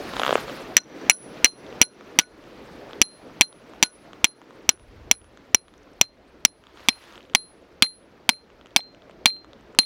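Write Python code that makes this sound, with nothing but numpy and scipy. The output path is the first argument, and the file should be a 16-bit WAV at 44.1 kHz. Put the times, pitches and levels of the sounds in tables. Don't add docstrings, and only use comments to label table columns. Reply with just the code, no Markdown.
import sys
import numpy as np
from scipy import signal
from scipy.fft import rfft, irfft
from scipy.io import wavfile
from scipy.ndimage import uniform_filter1d

SR = 44100
rng = np.random.default_rng(int(sys.argv[2]) if len(sys.argv) > 2 else 0)


def magnitude_from_level(level_db):
    exponent = np.asarray(level_db, float) / 20
    return 10 ** exponent


def wav_record(signal):
    frames = np.transpose(np.atleast_2d(signal))
    bounded = np.clip(frames, -1, 1)
    quanta = np.round(bounded * 32767).astype(np.int16)
    wavfile.write(sys.argv[1], SR, quanta)


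N = 434385

# (time [s], knock [dB], first rebound [dB], loss with each further rebound [dB], stake clang [dB])
BLOWS = [(0.7675, 8, -9.5, 6, 1), (1.0971, 4.5, -7, 3.5, 2), (1.4448, 6, -4, 2.5, 3),
         (1.815, 9.5, -9.5, 4, 5.5), (2.1884, 6, -2, 7, -0.5), (3.0157, 5, -5.5, 9, -0.5),
         (3.4101, 4, -1, 8.5, -2.5), (3.827, 4.5, 3, 8.5, -5), (4.2435, 2.5, -5, 8, -3),
         (4.6914, 0, -8, 11.5, 0.5), (5.1127, 3, -15, 7.5, 3), (5.5463, 4, -11, 11, 3),
         (6.0127, 0, -13, 10, 1.5), (6.4505, 5, -11.5, 5, 2), (6.886, 1, -3, 11.5, -11),
         (7.3495, 4, -4.5, 11, -10.5), (7.8233, 5, -8, 7.5, -16.5), (8.2915, 5.5, -4.5, 9.5, -11),
         (8.7623, 3.5, -4, 5.5, -10), (9.2576, 2.5, -5, 4.5, -10), (9.7878, 7.5, -7, 8.5, -13)]
# (time [s], level [dB])
RIVER_LEVEL = [(0, -37.5), (.4, -37.5), (.72, -40.5), (1.05, -36), (1.8, -39), (2.4, -46.5), (2.8, -44.5),
               (3.4, -45.5), (4.2, -48.5), (5.5, -52), (6.4, -53.5), (7.3, -55), (8.7, -53), (9.85, -51)]


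def unit(x):
    return x / np.sqrt(np.mean(x ** 2) + 1e-20)


def along(points, hz):
    f, v = np.transpose(points)
    return np.interp(np.log(hz + 1), np.log(f + 1), v)


def curve(rows):
    return np.interp(np.arange(N) / SR, *np.transpose(rows))


def add(track, s, sound):
    start = round(s * SR)
    track[start:start + len(sound)] += sound[:len(track) - start]


def band(x, low_hz, high_hz):
    edges = [low_hz, min(high_hz, SR / 2.1)]
    return signal.sosfilt(signal.butter(2, edges, "band", fs=SR, output="sos"), x)


def ring(t, hz, db, t60, phase=0, rise=0.0003):
    return magnitude_from_level(db - 60 * t / t60) * (1 - np.exp(-t / rise)) * np.sin(2 * np.pi * hz * t + phase)


def rush(spectrum, patchy_db, wide_bins, long_frames):
    hz, _, z = signal.stft(rng.standard_normal(N + 512), SR, nperseg=512)
    patches = uniform_filter1d(rng.standard_normal(z.shape), wide_bins, 0)
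    patches = uniform_filter1d(patches, long_frames, 1)
    x = signal.istft(z * magnitude_from_level(patchy_db * unit(patches)), SR, nperseg=512)[1][:N]
    colour = magnitude_from_level(along(spectrum, np.fft.rfftfreq(N, 1 / SR)))
    return unit(irfft(rfft(x) * colour, N))


def hammer(count=5):
    first_hops = [10.3, 8.7, 7.7, 7.7, 6.2, 5.5, 6, 6, 5.8, 4.6, 4.8, 4.5, 4.9, 4.5, 4.7, 4.8, 4.2, 4.3, 4,
                  3.8, 3.2]
    # (clank [Hz], thud in the turf [dB], loose rattle [dB])
    landings = [(1890, -51, -36.5), (2250, -42, -21), (2110, -37.5, -18.5), (2300, -31.5, -27.5),
                (2200, -29.5, -22.5), (2400, -34.5, -39), (2350, -31.5, -26), (2280, -30.5, -25.5),
                (2364, -33, -27.5), (2250, -37, -27), (2261, -33, -30), (2300, -38.5, -40.5),
                (2400, -34, -27), (2150, -33.5, -41.5), (2300, -26.5, -35), (2126, -38, -38.5),
                (2280, -28, -22.5), (2280, -33, -35.5), (2300, -32.5, -32.5), (2300, -30, -23.5),
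                (2400, -33, -31)]
    # (main clank [dB], upper knock [dB], low clank [dB], stake overtone [dB],
    # clang of the rebounds [dB])
    colours = [(1, -5.5, -33.5, -4.5, -2.5), (4.5, -4, -30.5, 3, -5.5), (2.5, -1.5, -28.5, -8, -3.5),
               (4.5, -1, -24.5, -4, -0.5), (0.5, 0.13, -20, -9.5, -4), (2, 2.14, -23.5, -3.5, -1),
               (2.5, 0.4, -20, -3, -3), (-0.5, 0.56, -19.5, 0, -4.5), (3, -1.3, -20, -2.5, -4),
               (7, 1, -24, -1, -3.5), (3, -0.5, -25.5, -2.5, -3.5), (6.5, -2.24, -23, -4.5, -1),
               (5, -0.97, -26, -2, -1), (3.5, 0, -22, -4.5, -4.5), (-1.5, 2, -22, -6, -3),
               (0, 0.55, -22, -8, -0.5), (1.5, 2.5, -23, -4.5, 0.5), (-1.15, 1.66, -21.5, -3, -1),
               (-2, 3.14, -18, -8.5, -3), (1, 4, -18, -7, -2.5), (-3, 2, -26.5, -6, -2)]
    # (low ring [dB], its t60 [s], high ring [dB], its t60 [s], neck ring [dB])
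    heads = [(-18.5, 0.15, -48.5, .29, -28.5), (-12, 0.13, -16.5, 0.44, -23.5),
             (-6, 0.19, -26.5, 0.38, -37), (-15, 0.2, -17.5, 0.19, -27), (-32.5, 0.36, -34.5, 0.27, -20),
             (-27, 0.61, -31.5, 0.54, -59.5), (-4.5, 0.12, -29, .4, -40), (-16, .13, -35.5, 0.55, -26.5),
             (-27.5, 0.28, -31, 0.24, -59.5), (-19.5, .069, -44, 0.48, -39.5), (-29, .13, -33, 0.34, -43.5),
             (-29.5, 0.17, -44.5, .45, -52), (-26, 0.24, -53, .31, -61.5), (-37.5, 0.26, -44, 0.38, -61.5),
             (-24, .23, -42, 0.4, -61.5), (-26.5, 0.36, -35.5, 0.58, -57), (-12, 0.24, -31, 0.49, -53),
             (-23.5, .3, -36, .23, -53.5), (-26, 0.53, -19.5, 0.041, -50),
             (-12.5, 0.42, -30.5, 0.16, -48.5), (-13.5, 0.29, -33.5, .53, -59)]
    # (low ring rise [ms], early partner over it [dB], its t60 [ms],
    # high ring rise [ms])
    swells = [(4.9, 0.5, 18, 9), (3, 4, 19, 4.3), (5.5, 2.5, 19, 6), (3.3, 3.5, 25, 7.9), (3.8, 2.5, 28, 9),
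              (3.8, 2, 28, 9), (16, -6.5, 28, 22), (4.7, 2.5, 28, 9), (3.8, 1.5, 28, 9), (4.2, 2.5, 28, 9),
              (3.8, 4.5, 26, 9), (3.8, 1, 28, 9), (3.8, 4, 28, 7.7), (3.8, 3, 28, 9), (3, 6.5, 40, 4),
              (3.8, 2, 28, 9), (3, 0, 28, 9), (3.8, 3, 28, 9), (3, 3, 28, 9), (1.6, 4.5, 23, 6),
              (2.3, 10, 70, 3)]
    # (partner under it [dB], time of a lull [ms])
    beats = [(13, 100), (12.5, 97), (11.5, 100), (9, 79), (11, 100), (11, 100), (7.5, 130), (4, 160),
             (0, 103), (3.5, 90), (5.5, 110), (13, 100), (6.5, 100), (17, 100), (11, 110), (12, 120),
             (13, 100), (11, 100), (12.5, 79), (12.5, 68), (12, 78)]
    hook_hums = [-28.5, -29.5, -28.5, -28.5, -27.5, -28.5, -28, -30, -26.5, -25.5, -27.5, -29, -29.5, -29,
                 -22, -23.5, -24.5, -23, -21, -17, -23.5]
    # (upper [Hz], level over the main one [dB], t60 of both [ms], low clank [Hz])
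    pairs = [(3270, -3.5, 2.7, 900), (2830, -3.5, 5, 330), (2940, -1.5, 3.5, 900), (3240, -3, 3.2, 900),
             (3300, -1, 3, 950), (3300, -2.5, 2.6, 900), (3410, -2.5, 4.5, 950), (3400, -2.5, 2.2, 900),
             (3400, -3, 4, 1000), (3300, -2, 1.9, 900), (3400, -1, 3.3, 900), (3300, -2, 1.4, 900),
             (3400, 0, 3.4, 810), (3300, -0.5, 1.8, 990), (3400, 1, 4.3, 950), (3400, -2, 3.1, 850),
             (3400, 3.5, 3.3, 950), (3400, 0.5, 2.9, 900), (3500, 0.5, 4, 900), (3500, 1, 4, 950),
             (3500, 3.5, 1.7, 890)]
    fills = [-9, -9, -14, -16, -18, -14, -18, -16, -18, -20, -22, -18, -16, -18, -20, -22, -18, -22, -20,
             -24, -18]
    # (frequency ratio, level [dB], t60 [s])
    stake_modes = [(1, 6.5, .013), (0.97, -19.5, .03), (1.022, -9, .03)]
    # (mode [Hz], level [dB], t60 [s])
    hook_modes = [(5280, -5.5, 0.079), (2300, -2.5, 0.032), (3530, -2, 0.031), (5700, -7, 0.029),
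                  (8400, -10.5, 0.035), (1089, -4, 0.041), (7250, -10.5, .03), (10950, -9, 0.032)]
    shrink, free_hop_ms = 0.56, 6.5
    steel, far = np.zeros(N), np.zeros(N)
    t = np.arange(SR // 2) / SR
    short = t[:SR // 20]
    per_blow = zip(BLOWS, first_hops, landings, colours, heads, swells, beats, hook_hums, pairs, fills)
    for blow, hop_ms, landing, colour, head, swell, beat, hook_db, pair, fill_db in per_blow:
        s, knock_db, rebound_db, loss_db, stake_db = blow
        main_hz, thud_db, rattle_db = landing
        main_db, upper_db, low_db, overtone_db, rebound_clang_db = colour
        chance = rng.standard_normal((count, len(hook_modes) + 1, 2))
        grit = rng.standard_normal((count, len(short)))
        phase = rng.uniform(0, 2 * np.pi, count)
        clank = (knock_db, thud_db, low_db, main_hz, main_db, upper_db, rattle_db, fill_db, pair)
        stake_hz = 5843 - 9 * stake_db + 9.0 * (hop_ms - free_hop_ms)
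        longer = np.sqrt(hop_ms / free_hop_ms)
        lands = s + hop_ms / 1000 * (1 - shrink ** np.arange(count + 1)) / (1 - shrink)
        for k in range(count):
            rebound = k > 0
            force_db = rebound_db - loss_db * (k - 1) if rebound else 7
            clang = sum(ring(short, stake_hz * ratio, stake_db + db, t60 * longer, phase[k], rise=0.00059)
                        for ratio, db, t60 in stake_modes)
            clang -= ring(short, stake_hz * 1.245, stake_db + overtone_db, 0.012, phase[k], rise=0.0006)
            choked_s = np.clip(short - (lands[k + 1] - lands[k]), 0, 1)
            clang = clang * magnitude_from_level(-60 * choked_s / 0.00089)
            touch = contact(short, clank, chance[k] * rebound, grit[k], dull_db=3.3 * rebound)
            clang_db = force_db + rebound_clang_db if rebound else 3
            add(steel, lands[k], magnitude_from_level(force_db) * touch + magnitude_from_level(clang_db) * clang)
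            far_db = force_db - 3.0 if rebound else 3
            add(far, lands[k], magnitude_from_level(far_db - stake_db) * clang)
        add(steel, s, head_ring(t, head, swell, beat))
        add(steel, s, sum(ring(t, hz, hook_db + db + 2.2 * vary, t60, rise=0.003)
                          for (hz, db, t60), vary in zip(hook_modes, chance[0, :, 0])))
    return band(steel, 240, 22000), far


def contact(t, clank, chance, grit, dull_db):
    # (mode [Hz], level [dB], t60 [s])
    knock_modes = [(4780, -7, 0.005), (8500, -19, .004), (10100, -18.5, 0.0015)]
    knock_db, thud_db, low_db, main_hz, main_db, upper_db, rattle_db, fill_db, pair = clank
    pair_hz, pair_db, pair_ms, low_hz = pair
    modes = [(235, thud_db + 9.5, 0.02),
             (low_hz, low_db + 2.5, 0.009),
             (main_hz, main_db + 3.0, pair_ms / 1000),
             (pair_hz, main_db + 4.0 + pair_db, pair_ms / 1000)]
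    modes += [(hz, db + upper_db, t60) for hz, db, t60 in knock_modes]
    signs = [1, 1, 1, -1, 1, 1, 1]
    knock = sum(sign * ring(t, hz * (1 + a / 60), db + b - dull_db * hz / 10000, t60, rise=0.00015)
                for (hz, db, t60), (a, b), sign in zip(modes, chance, signs))
    after_s = 0.012
    linger = ring(t, main_hz, 0, after_s, rise=0.0026) - ring(t, pair_hz * 0.94, -1.9, after_s, rise=0.0021)
    knock += magnitude_from_level(main_db - 20) * linger
    knock -= ring(t, 1550, fill_db, 0.003, rise=0.00016)
    knock -= ring(t, 700, low_db + 4.5, 0.0036)
    loose = magnitude_from_level(rattle_db - 9.5 - 60 * (t / 0.066) ** 2) * unit(grit[::-1] ** 5)
    knock += band(loose, 390, 5300) + magnitude_from_level(-10.5 - 60 * t / 0.11) * band(loose, 4900, 16000)
    crack = magnitude_from_level(-7.5 - dull_db - 60 * t / 0.008) * (1 - np.exp(-t / 0.00034)) * grit
    return magnitude_from_level(knock_db) * (knock + band(crack, 1000, 8100))


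def head_ring(t, head, swell, beat):
    head_hz = (4152, 10253, 1476)
    # (mode [Hz], level [dB], t60 [s])
    top_modes = [(13100, -8.5, .04), (14100, -9, .06), (8500, -13, .1)]
    low_hz, high_hz, neck_hz = head_hz
    low_db, low_t60, high_db, high_t60, neck_db = head
    low_ms, early_db, early_ms, high_ms = swell
    partner_db, lull_ms = beat
    beat_hz = 12
    low = ring(t, low_hz, low_db + 1.5, low_t60, rise=low_ms / 1000)
    low += ring(t, low_hz + 13, low_db + early_db + 0.5, early_ms / 1000, rise=0.003)
    high = ring(t, high_hz, high_db + 4, high_t60, rise=high_ms / 1000)
    lull_phase = -2 * np.pi * beat_hz * lull_ms / 1000
    high -= ring(t, high_hz + beat_hz, high_db + 3.0 - partner_db, high_t60, lull_phase, rise=0.0066)
    high += sum(ring(t, hz, high_db + db, t60, rise=0.004) for hz, db, t60 in top_modes)
    neck = ring(t, neck_hz, neck_db + 4.0, 0.17, rise=0.021)
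    return magnitude_from_level(-300 * t * t) * (magnitude_from_level(-250 * t * t) * low + high + neck)


def valley(clang, steel):
    # (delay [s], level [dB])
    echoes = [(.035, -29), (.04, -33.5), (.047, -36), (.066, -37), (0.072, -39), (.1, -52), (.13, -50),
              (.245, -54)]
    # (frequency [Hz], t60 [s])
    tail_t60 = [(500, .3), (3000, .5), (6000, 0.95), (12000, .7)]
    hz, t, z = signal.stft(rng.standard_normal(SR * 3 // 4), SR, nperseg=256)
    tail = signal.istft(z * magnitude_from_level(-60 * t / along(tail_t60, hz)[:, None]), SR, nperseg=256)[1]
    tail = magnitude_from_level(-43) * np.pad(tail / np.linalg.norm(tail), (SR // 40, 0))
    for s, db in echoes:
        tail[round(s * SR)] += magnitude_from_level(db)
    first_s, first_db = echoes[0]
    bright = magnitude_from_level(first_db - 9.5) * np.roll(band(steel, 6500, 15000), round(first_s * SR))
    carried = band(clang, 5550, 6150) + magnitude_from_level(-7) * band(clang, 7000, 7500)
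    return bright + signal.fftconvolve(carried, tail)[:N]


def strap():
    # (time [s], peak [dB], low knock [dB])
    creaks = [(0.136, -15.5, -8), (.1665, -9.5, -22), (0.176, -28.5, -10), (.196, -3.5, -37.5),
              (0.2, -11.5, -30), (0.2169, -9, -3), (0.2334, -2.5, -9), (0.249, -7, -22), (0.2639, -3, -16),
              (0.2786, -6, -6), (0.292, -8.5, 0.5), (0.3071, -5, -4), (0.3158, -29.5, -11), (0.327, -6, 3),
              (0.3545, -2, 2.5), (0.379, -18, -0.5), (0.4807, -21, -21), (.4908, -22, -17),
              (0.4962, -19, -18), (0.2348, -10.5, -19), (0.267, -21.5, -22), (0.2939, -11.5, -3)]
    # (time [s], peak [dB], bright
    # click [dB])
    ticks = [(1.0354, -36, -31), (1.665, -33.5, -9.5), (1.726, -32, -11), (1.935, -46, -2),
             (2.0091, -19.5, -32), (2.4394, -41, -11), (2.9092, -32.5, -16.5), (2.9318, -23.5, -17),
             (3.527, -24.5, -18), (3.7353, -24.5, -33), (4.132, -24.5, -20.5), (4.416, -25, -30),
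             (4.5072, -26, -36), (5.2435, -33, -22), (5.3732, -28, -26), (5.6819, -31.5, -19.5),
             (5.7387, -34.5, -20), (8.5015, -38.5, -16.5), (8.6115, -36, -16), (8.6587, -36, -13),
             (8.669, -38.5, -17), (8.707, -50, -7), (8.947, -39, -11.5), (9.0205, -43, -10),
             (9.096, -32, -28.5), (9.11, -44, -10.5), (9.3646, -35, -15), (9.4451, -27, -31),
             (9.532, -33, -14), (9.6091, -42.5, -30), (9.7487, -26.5, -32),
             (3.7104, -52.5, -13), (4.712, -35.5, -11), (4.775, -31.5, -24.5), (4.796, -32.5, -19.5),
               (5.2155, -38.5, -13), (6.6383, -32.5, -21.5), (6.6684, -33.5, -14.5), (6.7725, -31.5, -19),
               (6.8044, -34, -24), (6.7952, -34, -21.5), (7.039, -33, -18), (7.124, -33.5, -23),
               (7.1362, -39.5, -15.5), (7.1558, -32.5, -12), (7.1776, -31, -14), (7.2058, -39.5, -8.5),
               (7.2186, -47, -10), (7.228, -47, -9), (7.238, -51, -9.5), (7.2514, -45, -11),
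               (7.2977, -39, -12), (7.335, -31.5, -20.5), (8.8306, -49, -20)]
    # (mode [Hz], t60 [s])
    slip_modes = [(1150, 0.0039), (544, 0.006), (3237, 0.0033), (6382, 0.0015), (1874, 0.00049)]
    slip_signs = [1, 1, -1, 1, 1]
    clicks, t = np.zeros(N), np.arange(SR // 80) / SR
    slips = [(s, db, low_db, -23, -30) for s, db, low_db in creaks]
    slips += [(s, db, -9, bright_db, -24.5 - 0.43 * (db + 31.0)) for s, db, bright_db in ticks]
    scatter = rng.standard_normal((len(slips), 2, len(slip_modes)))
    for k, (slip, (detune, vary)) in enumerate(zip(slips, scatter)):
        s, db, low_db, bright_db, fizz_db = slip
        shares_db = np.array([3, low_db + 9.0, bright_db + 21.5, fizz_db + 20.5, bright_db + 29.0])
        if k >= len(creaks):
            shares_db += 3.5 * vary * [0, 1, 0, 1, 1]
        click = sum(sign * ring(t, hz * (1 + 0.076 * d), db + share_db, t60, rise=0.00029)
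                    for (hz, t60), sign, share_db, d in zip(slip_modes, slip_signs, shares_db, detune))
        add(clicks, s + 0.00057, click)
    return -band(clicks, 570, 14000)


def snaps():
    # (time [s], level [dB], pitch [Hz], t60 [ms])
    snap_rows = [(1.8081, -25, 2300, 4.9), (1.848, -28, 2300, 6.8), (2.2349, -23.5, 2240, 9.9),
                 (2.2342, -31.5, 3090, 5.9), (4.266, -27.5, 2400, 8.04), (4.278, -35, 2920, 4.2),
                 (5.1511, -38.5, 2400, 10.16), (5.5793, -36.5, 2500, 4), (6.053, -39, 2500, 6),
                 (6.9013, -24, 2400, 5.4), (6.929, -28.5, 2500, 9), (7.8642, -26, 2114, 11),
                 (7.8638, -27.5, 3510, 8.8), (8.3337, -30, 2300, 9), (8.34, -40, 2400, 5),
                 (9.298, -31.5, 2400, 4.5), (9.838, -37, 3300, 6.6), (5.776, -51.5, 9000, 2.7),
                 (5.7797, -35, 6010, 2.63), (5.832, -40.5, 5980, 3.1), (5.835, -50, 9500, 2.29),
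                 (5.9326, -41, 5500, 3), (5.9365, -45.5, 8500, 2.5), (8.7916, -22.5, 2200, 4.9),
                 (8.7927, -20.5, 796, 11), (8.805, -20, 3500, 8.3), (8.805, -29, 2250, 8),
                 (8.926, -50, 7040, 2.5), (9.275, -30, 2300, 12), (9.294, -35, 8000, 4.04),
                 (9.302, -25.5, 2350, 12), (9.301, -21, 3700, 9), (9.609, -50, 8000, 2.44),
                 (9.727, -48, 7020, 2.5), (9.806, -30, 2400, 9), (9.813, -34, 6100, 50),
                 (9.824, -36, 3400, 6), (9.828, -36, 2200, 5), (9.832, -25.5, 2240, 11),
                 (9.832, -22.5, 3700, 10), (9.832, -37, 1100, 7)]
    track, t = np.zeros(N), np.arange(SR // 20) / SR
    for s, db, hz, t60_ms in snap_rows:
        add(track, s, ring(t, hz, db, t60_ms / 1000, rise=0.00028))
    return track


def outdoors():
    # (time [s], level [dB])
    wind_level = [(0, -48), (.1, -55), (.2, -47), (.3, -68.5), (.4, -50), (.55, -56.5), (1.05, -58),
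                  (1.64, -55), (2.1, -58.5), (2.5, -54.5), (3, -60), (4, -61.5), (4.5, -68.5), (4.9, -46),
                  (5.1, -47), (5.4, -57.5), (7.2, -61.5), (9.85, -59.5)]
    # (time [s], level [dB])
    moves = [(0, -43), (.2, -38.5), (.3, -35.5), (.4, -37), (.46, -46), (.55, -42), (.72, -53), (1.05, -51),
             (1.4, -53.5), (2, -56.5), (2.97, -57), (4, -60), (6.45, -67.5), (6.74, -59), (6.79, -52),
             (7.15, -50.5), (7.25, -65), (9.85, -72)]
    # (frequency [Hz], level per Hz [dB])
    buffet_colour = [(15, -29.5), (28, 8.5), (60, 14), (120, 7.5), (250, -47)]
    river_colour = [(70, -26.5), (170, -7), (300, -2), (550, -5), (1000, -17.5), (2500, -24.5),
                    (5000, -60.5)]
    drone_colour = [(95, -39), (118, 0), (135, 3), (165, -47)]
    rustle_colour = [(400, -18.5), (900, 0), (1400, -1), (2400, -6), (4300, -9.5), (6000, -16), (8500, -32)]
    hiss_colour = [(4000, -21.5), (6500, -3.5), (10000, -5), (16000, -9.5), (18000, -39)]
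    wind_db, river_db, move_db = curve(wind_level), curve(RIVER_LEVEL), curve(moves)
    wind = magnitude_from_level(wind_db - 1.5) * rush(buffet_colour, patchy_db=1.2, wide_bins=2, long_frames=14)
    river = magnitude_from_level(river_db + 1.0) * rush(river_colour, patchy_db=2.5, wide_bins=3, long_frames=5)
    river += magnitude_from_level(river_db - 17.0) * rush(drone_colour, patchy_db=1.0, wide_bins=2, long_frames=20)
    rustle = np.hypot(magnitude_from_level(move_db + 1.0), magnitude_from_level(river_db - 9.0))
    rustle = rustle * rush(rustle_colour, patchy_db=1.5, wide_bins=20, long_frames=2)
    hiss = magnitude_from_level(-51 + move_db - move_db.max())
    hiss = hiss * rush(hiss_colour, patchy_db=5.0, wide_bins=40, long_frames=3)
    return wind + river + rustle + hiss


def scene():
    steel, far = hammer()
    slow_db = curve(RIVER_LEVEL)
    echoes = magnitude_from_level(6.5 + 1.6 * (slow_db - slow_db.max())) * valley(far, steel)
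    return (steel + echoes + strap() + snaps() + outdoors())[None]


def band_limit(x):
    return signal.sosfilt(signal.butter(12, 15950, fs=SR, output="sos"), x)


def record(dry):
    extra_duck = [0.1, 0.119, 0.1, 0.079, 0.113, 1, 0.96, 0.93, 0.9, 0.913, 1, 0.99, 0.99, 1, 0.1, 0.1,
                  0.11, 0.1, 0.103, 0.1, 0.1]
    t, dip_db = np.arange(N) / SR, np.zeros(N)
    times = [row[0] for row in BLOWS]
    energy_db = np.array([10 * np.log10(np.mean(dry[0, round(s * SR):][:SR // 20] ** 2)) for s in times])
    slow_db = np.interp(times, *np.transpose(RIVER_LEVEL))
    depths_db = 10.5 + 0.5 * (energy_db - energy_db.mean())
    depths_db = depths_db + 0.53 * (slow_db - slow_db.mean()) + extra_duck
    for s, depth_db in zip(times, depths_db.clip(0)):
        since = np.clip(t - s, 0, 3)
        back = np.clip(since - 0.07, 0, 3)
        dip_db += depth_db * (1 - np.exp(-since / 0.023)) * 1.05 * np.exp(-back / 0.11)
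    x = dry * magnitude_from_level(-dip_db)
    lost = x - x / (1 + np.abs(x / 0.96) ** 8) ** (1 / 8)
    no_thump = signal.butter(2, 70, "high", fs=SR, output="sos")
    return band_limit(x - signal.sosfiltfilt(no_thump, lost))


dry = scene()
out = record(dry)
wav_record(out)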